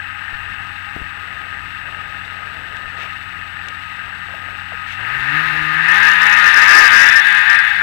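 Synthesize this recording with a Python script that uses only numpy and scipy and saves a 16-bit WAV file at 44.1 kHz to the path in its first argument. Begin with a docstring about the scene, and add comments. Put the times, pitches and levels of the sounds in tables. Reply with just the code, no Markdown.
"""Snowmobile idling, then pulling away

A twin-cylinder two-stroke idles close by, then revs in surges: crank orders and clatter ring cowl and panels.
Low tones at the firing rate make the exhaust drone; noise makes upper hiss, wind, gusts, shuffles and rustles.
Damped sines make microphone bumps and nearby knocks; a preamplifier adds hiss and whistle, then clips.
Sound is on the left only. Source levels are ahead of the x2 preamplifier gain."""
import sys
import numpy as np
from scipy import signal
from scipy.io import wavfile
from scipy.ndimage import uniform_filter1d

SR = 44100
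rng = np.random.default_rng(int(sys.argv[2]) if len(sys.argv) > 2 else 0)


def put_to_file(sound):
    """Save the sound as 16-bit audio at rate SR, in the file named by the first command-line argument."""
    columns = np.atleast_2d(sound).T  # one column per channel
    safe = np.clip(columns, -1, 1)
    whole_steps = np.round(safe * 32767)
    wavfile.write(sys.argv[1], SR, whole_steps.astype(np.int16))


N = 344901

# crankshaft, before smoothing; steady idle, then surges as the track grips and slips: time_s, speed_rev_per_s
CRANK_SPEED = [(0, 46.2), (.85, 46), (1.1, 45.5), (2, 45.1), (4.93, 44.7), (5.13, 63.5), (5.24, 65.2),
               (5.37, 76.2), (5.45, 79.4), (5.53, 76.4), (5.67, 76.3), (5.85, 80.5), (6.047, 96.8),
               (6.12, 91.3), (6.19, 88.3), (6.38, 95.9), (6.53, 92.9), (6.61, 94.6), (6.79, 105),
               (6.94, 93.2), (7.15, 100.3), (7.33, 93.6), (7.4, 94.4), (7.585, 102.5), (7.72, 90.8),
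               (7.82, 88.6)]
# engine roar: time_s, level_db
ROAR_LEVEL = [(0, -32), (.3, -30.5), (.9, -32), (1.4, -32), (2.9, -33), (3.05, -31), (3.2, -32.5),
              (4.66, -32), (4.96, -30), (5.1, -23.5), (5.23, -23.5), (5.36, -18.5), (5.6, -20.5),
              (5.81, -18.5), (5.93, -12.5), (6.03, -11.5), (6.12, -13.5), (6.27, -11), (6.6, -10.5),
              (6.72, -6), (6.88, -8), (6.96, -7.5), (7.05, -8), (7.23, -12.5), (7.55, -12), (7.62, -14.5),
              (7.82, -19)]
# engine state: time_s, repeating_power_share (0-1), load (0-1), tail_on (0-1)
ENGINE_STATE = [(0, .2, 0, 0), (4.9, .2, 0, 0), (5.3, .35, .6, 0), (5.8, .55, .8, 0), (6.0, .68, 1, 0),
                (6.75, .76, 1, 0), (7.05, .76, 1, 1), (7.58, .72, 1, 1), (7.7, .5, 1, 1)]
# broad engine and microphone colour, idling: freq_hz, gain_db
IDLE_COLOUR = [(250, -32), (450, -38), (620, -22.5), (800, -13), (1150, -13.5), (1400, -3), (1700, -0.5),
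               (1950, -1), (2350, -10), (2750, -4), (3260, -19), (3530, -26.5), (4530, -37), (7000, -44)]
# the same under load: freq_hz, gain_db
LOAD_COLOUR = [(250, -41.5), (450, -36), (620, -36.5), (820, -23.5), (1130, -25.5), (1400, -10.5),
               (1700, 1), (1950, -4), (2400, -14.5), (2650, -12), (3250, -24.5), (3500, -22.5),
               (4400, -32.5), (7000, -50)]
# ringing panels, peaks re broad colour: freq_hz, width_hz, idle_db, loaded_db, tail_on_db
PANEL_RINGS = [(825, 13, 10.5, 8, 3), (866, 170, -32, 6, 4.5), (1019, 123, -20, 10.5, 4),
               (1257, 30, 15.5, 9, -20), (1226, 61, 8, 17, 9.5), (1196, 36, -2, -16, 11.5),
               (1606, 63, 4.5, -38, 7), (1801.4, 66, 4, 6, 4.5), (2557, 46, 5, 5, 7.5),
               (2696, 97, -3, 1, -16), (3524, 55, 11, -9, 12)]
# exhaust drone: time_s, firing_tone_db, octave_db
DRONE_LEVEL = [(0, -46, -57.5), (1.1, -48, -55.5), (4.92, -47.5, -53.5), (5.02, -40, -55), (5.14, -44, -55),
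               (5.23, -41, -50), (5.36, -33, -38), (5.44, -38.5, -50.5), (5.62, -37.5, -41.5),
               (5.8, -37.5, -48), (5.96, -42, -46), (6.2, -43.5, -53), (6.4, -45, -56), (6.55, -50, -56),
               (6.93, -51, -54), (7.0, -44, -62), (7.15, -52, -57), (7.35, -48.5, -54), (7.6, -53, -60),
               (7.72, -57, -65), (7.82, -46, -55)]
# upper hiss level: time_s, level_db
UPPER_HISS_LEVEL = [(0, -47.5), (4.75, -46.5), (5.0, -45), (5.2, -39), (5.5, -36), (5.8, -36.5),
                    (5.95, -30.5), (6.6, -28), (6.9, -27), (7.4, -31.5), (7.82, -37)]
# upper hiss spectrum: freq_hz, relative_db_per_hz
UPPER_HISS_SPECTRUM = [(300, -46), (800, -19.5), (2750, 5), (3250, -2.5), (3650, 4.5), (4200, -3.5),
                       (4600, -8), (6000, -18.5), (10000, -24.5), (16000, -27)]
# wind spectrum: freq_hz, relative_db_per_hz
WIND_SPECTRUM = [(10, -35), (18, -15.5), (45, 0.5), (90, -0.5), (140, -2), (200, -12.5), (300, -12),
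                 (450, -18), (800, -43.5)]
# gusts over the steady wind: start_s, hold_s, level_db
GUST_EVENTS = [(.32, .04, -54), (.97, .04, -46), (2.55, 0.11, -49.5), (3.76, 0.031, -56),
               (5.17, .03, -37.5), (5.31, 0.019, -53), (5.46, 0.19, -45), (6.6, 0.037, -44),
               (6.9, .06, -45)]
# electronic noise spectrum: freq_hz, relative_db_per_hz
HISS_SPECTRUM = [(200, 3), (4000, 6), (9000, -4.5), (16000, -12)]
# electrical tone: freq_hz, level_db
WHISTLE_TONE = [(7881, -64)]
# low shuffling nearby: start_s, hold_s, level_db
SHUFFLE_EVENTS = [(.22, 0.29, -60), (.97, .08, -52), (1.17, 0.41, -54.5), (1.85, .33, -51),
                  (2.26, 0.63, -51.5), (2.95, 0.13, -47.5), (3.17, 0.43, -61), (3.66, 0.05, -50.5),
                  (3.9, 0.29, -56.5), (4.29, .27, -52.5), (4.7, .06, -66), (5.0, 0.7, -51.5)]
# shuffling spectrum: freq_hz, relative_db_per_hz
SHUFFLE_SPECTRUM = [(200, -38.5), (380, -2), (500, -2), (700, 1), (1000, -5), (2000, -65)]
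# hand bumps on the microphone, level before decay: start_s, level_db, nominal_hz
BUMP_EVENTS = [(.33, -30, 25), (.963, -23, 110), (1.016, -24, 54.5), (2.849, -38, 22)]
# knocks and ticks nearby, ring level before attack and decay:
# start_s, ring_db, ring_hz, ring_t60_s, snap_peak_db, snap_hz
KNOCK_EVENTS = [(.964, -18.5, 390, 0.01, -31, 1100), (2.767, -40, 5000, .006, -38, 5000),
                (3.685, -40, 5900, .006, -23, 2930), (4.285, -38, 705, .04, -36, 750),
                (4.34, -27.5, 676, 0.037, -30, 900), (4.485, -36, 670, .04, -30, 800),
                (4.72, -29, 640, 0.037, -25, 850), (4.734, -38.5, 474, 0.073, -43, 600)]
# airy rustles close by: start_s, hold_s, level_db
RUSTLE_EVENTS = [(3.0, 0.063, -39.5), (4.89, 0.047, -37.5)]
# rustle spectrum: freq_hz, relative_db_per_hz
RUSTLE_SPECTRUM = [(400, -24), (800, -14), (2300, 10), (3500, 2), (4600, -11), (6300, -13), (7200, -22),
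                   (12000, -30)]

FLYWHEEL_S = .04  # speed smoothing window
# weak drone tones: idling, loaded, tail-on
THIRD_DB, CRANK_DB = (-59.5, -53.5, -61), (-66, -48.5, -59.5)
UPPER_HISS_SWING_DB, UPPER_HISS_SWING_HZ = 0.37, 22
WIND_DB, WIND_SWING_DB, WIND_SWING_HZ = -49, 1, 4
HISS_DB = -66.5
SWELL_S, DYING_S = 0.035, 0.018  # burst fades; the swell precedes start_s
PREAMP_GAIN, CLIP_LEVEL, EDGE_HZ = 2, .98, 15800


def amp(db):
    """Amplitude factor of a level in dB."""
    return 10 ** (np.asarray(db) / 20)


def evened(x):
    """Scales x to rms 1."""
    return x / np.sqrt(np.mean(x ** 2) + 1e-20)


def curves(rows):
    """Interpolates each table column after time_s to one value per sample."""
    time_s, *columns = np.transpose(rows)
    return [np.interp(np.arange(N) / SR, time_s, column) for column in columns]


def coloured(x, points, rings=()):
    """Minimum-phase filter: a (Hz, dB) spectrum with (Hz, width_hz, dB) resonances added in power."""
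    hz, db = np.transpose(points)
    f = np.fft.rfftfreq(16384, 1 / SR)
    power = np.ones(len(f))
    for centre_hz, width_hz, peak_db in rings:
        power += amp(2 * peak_db) / (1 + (2 * (f - centre_hz) / width_hz) ** 2) ** 2
    broad_db = np.interp(np.log(f + 1), np.log(hz), db)
    half = np.log(amp(broad_db) * np.sqrt(power))
    log_gain = np.maximum(np.r_[half, half[-2:0:-1]], -11)
    # Hilbert transform of log gain gives the causal phase
    taps = np.fft.ifft(np.exp(np.conj(signal.hilbert(log_gain)))).real
    return signal.oaconvolve(x, taps[:8000])[:N]


def ring(x, hz, width_hz):
    """Second-order resonance, gain 1 at its peak."""
    return signal.lfilter(*signal.iirpeak(hz, hz / width_hz, SR), x)


def wander(hz):
    """Random drift, low-passed near hz, rms 1."""
    steps = rng.standard_normal(N // 64 + 2)
    steps = signal.filtfilt(*signal.butter(2, hz, fs=SR / 64), steps)
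    return evened(np.interp(np.arange(N) / 64, np.arange(len(steps)), steps))


def noise(points, level_db, flicker_db, flicker_hz):
    """Coloured noise at a level, flickering at random."""
    grain = evened(coloured(rng.standard_normal(N), points))
    return amp(level_db + flicker_db * wander(flicker_hz)) * grain


def bursts(rows):
    """Level in dB of events that swell, hold and die away."""
    t = np.arange(N) / SR
    gain = np.zeros(N)
    for start_s, hold_s, db in rows:
        corners_s = np.cumsum([start_s - SWELL_S, SWELL_S, hold_s, DYING_S])
        gain += amp(db) * np.interp(t, corners_s, [0, 1, 1, 0])
    return 20 * np.log10(gain + 1e-6)


def add(mix, start_s, sound):
    """Adds sound into mix in place, cut at the end."""
    part = mix[round(start_s * SR):][:len(sound)]
    part += sound[:len(part)]


def crank_turns():
    """Crank angle in turns: speed smoothed by the flywheel, with slight random drift."""
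    speed = uniform_filter1d(curves(CRANK_SPEED)[0], round(FLYWHEEL_S * SR))
    return np.cumsum(speed * (1 + .0015 * wander(15))) / SR


def crank_orders(turns):
    """Orders 7-41 of the crank: blows spread over the turn, so phases are unrelated and levels drift."""
    speed = np.gradient(turns) * SR
    orders = np.zeros(N)
    for k in range(7, 42):
        high = np.clip((k * speed - 1250) / 500, 0, 1)  # high orders are less exact
        db = (2.5 + 0.8 * high) * wander(15) - 2.5 * high
        orders += amp(db) * np.cos(2 * np.pi * k * turns + 2 * np.pi * rng.random())
    # fewer orders per Hz at speed: match the clatter's power per Hz
    return orders * np.sqrt(4 * speed / SR)


def stroke_clatter(turns):
    """White noise puffing with the strokes, rms 1."""
    cycle = 2 * np.pi * turns
    puffs_db = 1.2 * np.cos(cycle) + 0.68 * np.cos(2 * cycle) + 2.3 * np.cos(3 * cycle)
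    puffs = amp(puffs_db + 0.24 * wander(38))
    return evened(puffs * rng.standard_normal(N))


def roar(turns):
    """Repeating crank orders and clatter drive cowl and panels, cross-faded by load and tail angle."""
    repeating, load, tail = curves(ENGINE_STATE)
    orders = crank_orders(turns)
    clatter = stroke_clatter(turns)
    source = np.sqrt(repeating) * orders + np.sqrt(1 - repeating) * clatter
    drive = amp(curves(ROAR_LEVEL)[0]) * source
    states = [(1 - load, IDLE_COLOUR), (load * (1 - tail), LOAD_COLOUR), (load * tail, LOAD_COLOUR)]
    out = np.zeros(N)
    for k, (share, colour) in enumerate(states):
        rings = [(row[0], row[1], row[2 + k]) for row in PANEL_RINGS]
        filter_rms = np.std(coloured(clatter[:SR], colour, rings))
        out += share * coloured(drive, colour, rings) / filter_rms
    return out


def drone(turns):
    """Exhaust: firing rate (two per turn) and two harmonics, plus weak crank orders 1, 3 and 5."""
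    _, load, tail = curves(ENGINE_STATE)
    shares = [1 - load, load * (1 - tail), load * tail]
    third_db, crank_db = np.array([THIRD_DB, CRANK_DB]) @ shares
    out = np.zeros(N)
    for k, db in enumerate([*curves(DRONE_LEVEL), third_db]):
        out += amp(db + 0.94 * wander(24)) * np.cos(2 * np.pi * 2 * (k + 1) * turns)
    for order, db in [(1, 0), (3, -5.0), (5, -6.0)]:
        out += amp(crank_db + db + 2.0 * wander(10)) * np.cos(2 * np.pi * order * turns)
    return np.sqrt(2) * out  # levels are rms


def upper_hiss():
    """Flickering upper hiss, faint at idle and stronger as the engine revs."""
    level_db = curves(UPPER_HISS_LEVEL)[0] + UPPER_HISS_SWING_DB * wander(UPPER_HISS_SWING_HZ)
    return noise(UPPER_HISS_SPECTRUM, level_db, 1.5, 46)


def wind():
    """Low rumbling noise, swinging slowly, with stronger gusts."""
    steady = noise(WIND_SPECTRUM, WIND_DB + WIND_SWING_DB * wander(WIND_SWING_HZ), 0.76, 7)
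    gusts = noise(WIND_SPECTRUM, bursts(GUST_EVENTS), 1.6, 9.7)
    return steady + gusts


def electronics():
    """Input noise and a steady electrical whistle."""
    hz, db = WHISTLE_TONE[0]
    whistle = np.sqrt(2) * amp(db) * np.sin(2 * np.pi * hz * np.arange(N) / SR)
    return noise(HISS_SPECTRUM, HISS_DB, .5, 30) + whistle


def shuffles():
    """Low shuffling: bursts of flickering noise."""
    return noise(SHUFFLE_SPECTRUM, bursts(SHUFFLE_EVENTS), 1.5, 30)


def bumps():
    """A push on the membrane and its slower return: a damped sine falling in pitch."""
    out = np.zeros(N)
    for start_s, db, hz in BUMP_EVENTS:
        u = np.arange(0, 3, hz / SR)
        add(out, start_s, amp(db) * np.sin(2 * np.pi * u ** 0.46) * np.exp(-1.6 * u))
    return out


def knocks():
    """Short damped rings, each opened by a wide noise snap."""
    out, t = np.zeros(N), np.arange(3000) / SR
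    for start_s, db, hz, t60_s, snap_db, snap_hz in KNOCK_EVENTS:
        snap = rng.standard_normal(len(t)) * amp(-60 * t * np.sqrt(snap_hz) / .6)
        for relative_width in (1.1, 1.5, 1.5):
            snap = ring(snap, snap_hz, relative_width * snap_hz)
        attack = np.minimum(t / (0.076 * t60_s), 1)
        body = np.sin(2 * np.pi * hz * t) * amp(-60 * t / t60_s) * attack
        add(out, start_s, amp(db) * body + amp(snap_db) * snap / abs(snap).max())
    return out


def rustles():
    """Airy rustles: brief bursts of fast-flickering noise."""
    return noise(RUSTLE_SPECTRUM, bursts(RUSTLE_EVENTS), 1.8, 80)


def scene():
    """Sums all sources on the left; the right is silent."""
    turns = crank_turns()
    engine = roar(turns) + drone(turns)
    nearby = shuffles() + bumps() + knocks() + rustles()
    return np.array([engine + upper_hiss() + wind() + nearby, np.zeros(N)])


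def record(dry):
    """Left: electronics, gain, hard clipping, low-pass at EDGE_HZ; right: dead input."""
    left = PREAMP_GAIN * (dry[0] + electronics())
    left = np.clip(left, -CLIP_LEVEL, CLIP_LEVEL)
    lowpass = signal.firwin(511, EDGE_HZ, window=("kaiser", 9), fs=SR)
    left = signal.oaconvolve(left, lowpass, "same")
    return np.array([left, dry[1]])


dry = scene()
out = record(dry)
put_to_file(out)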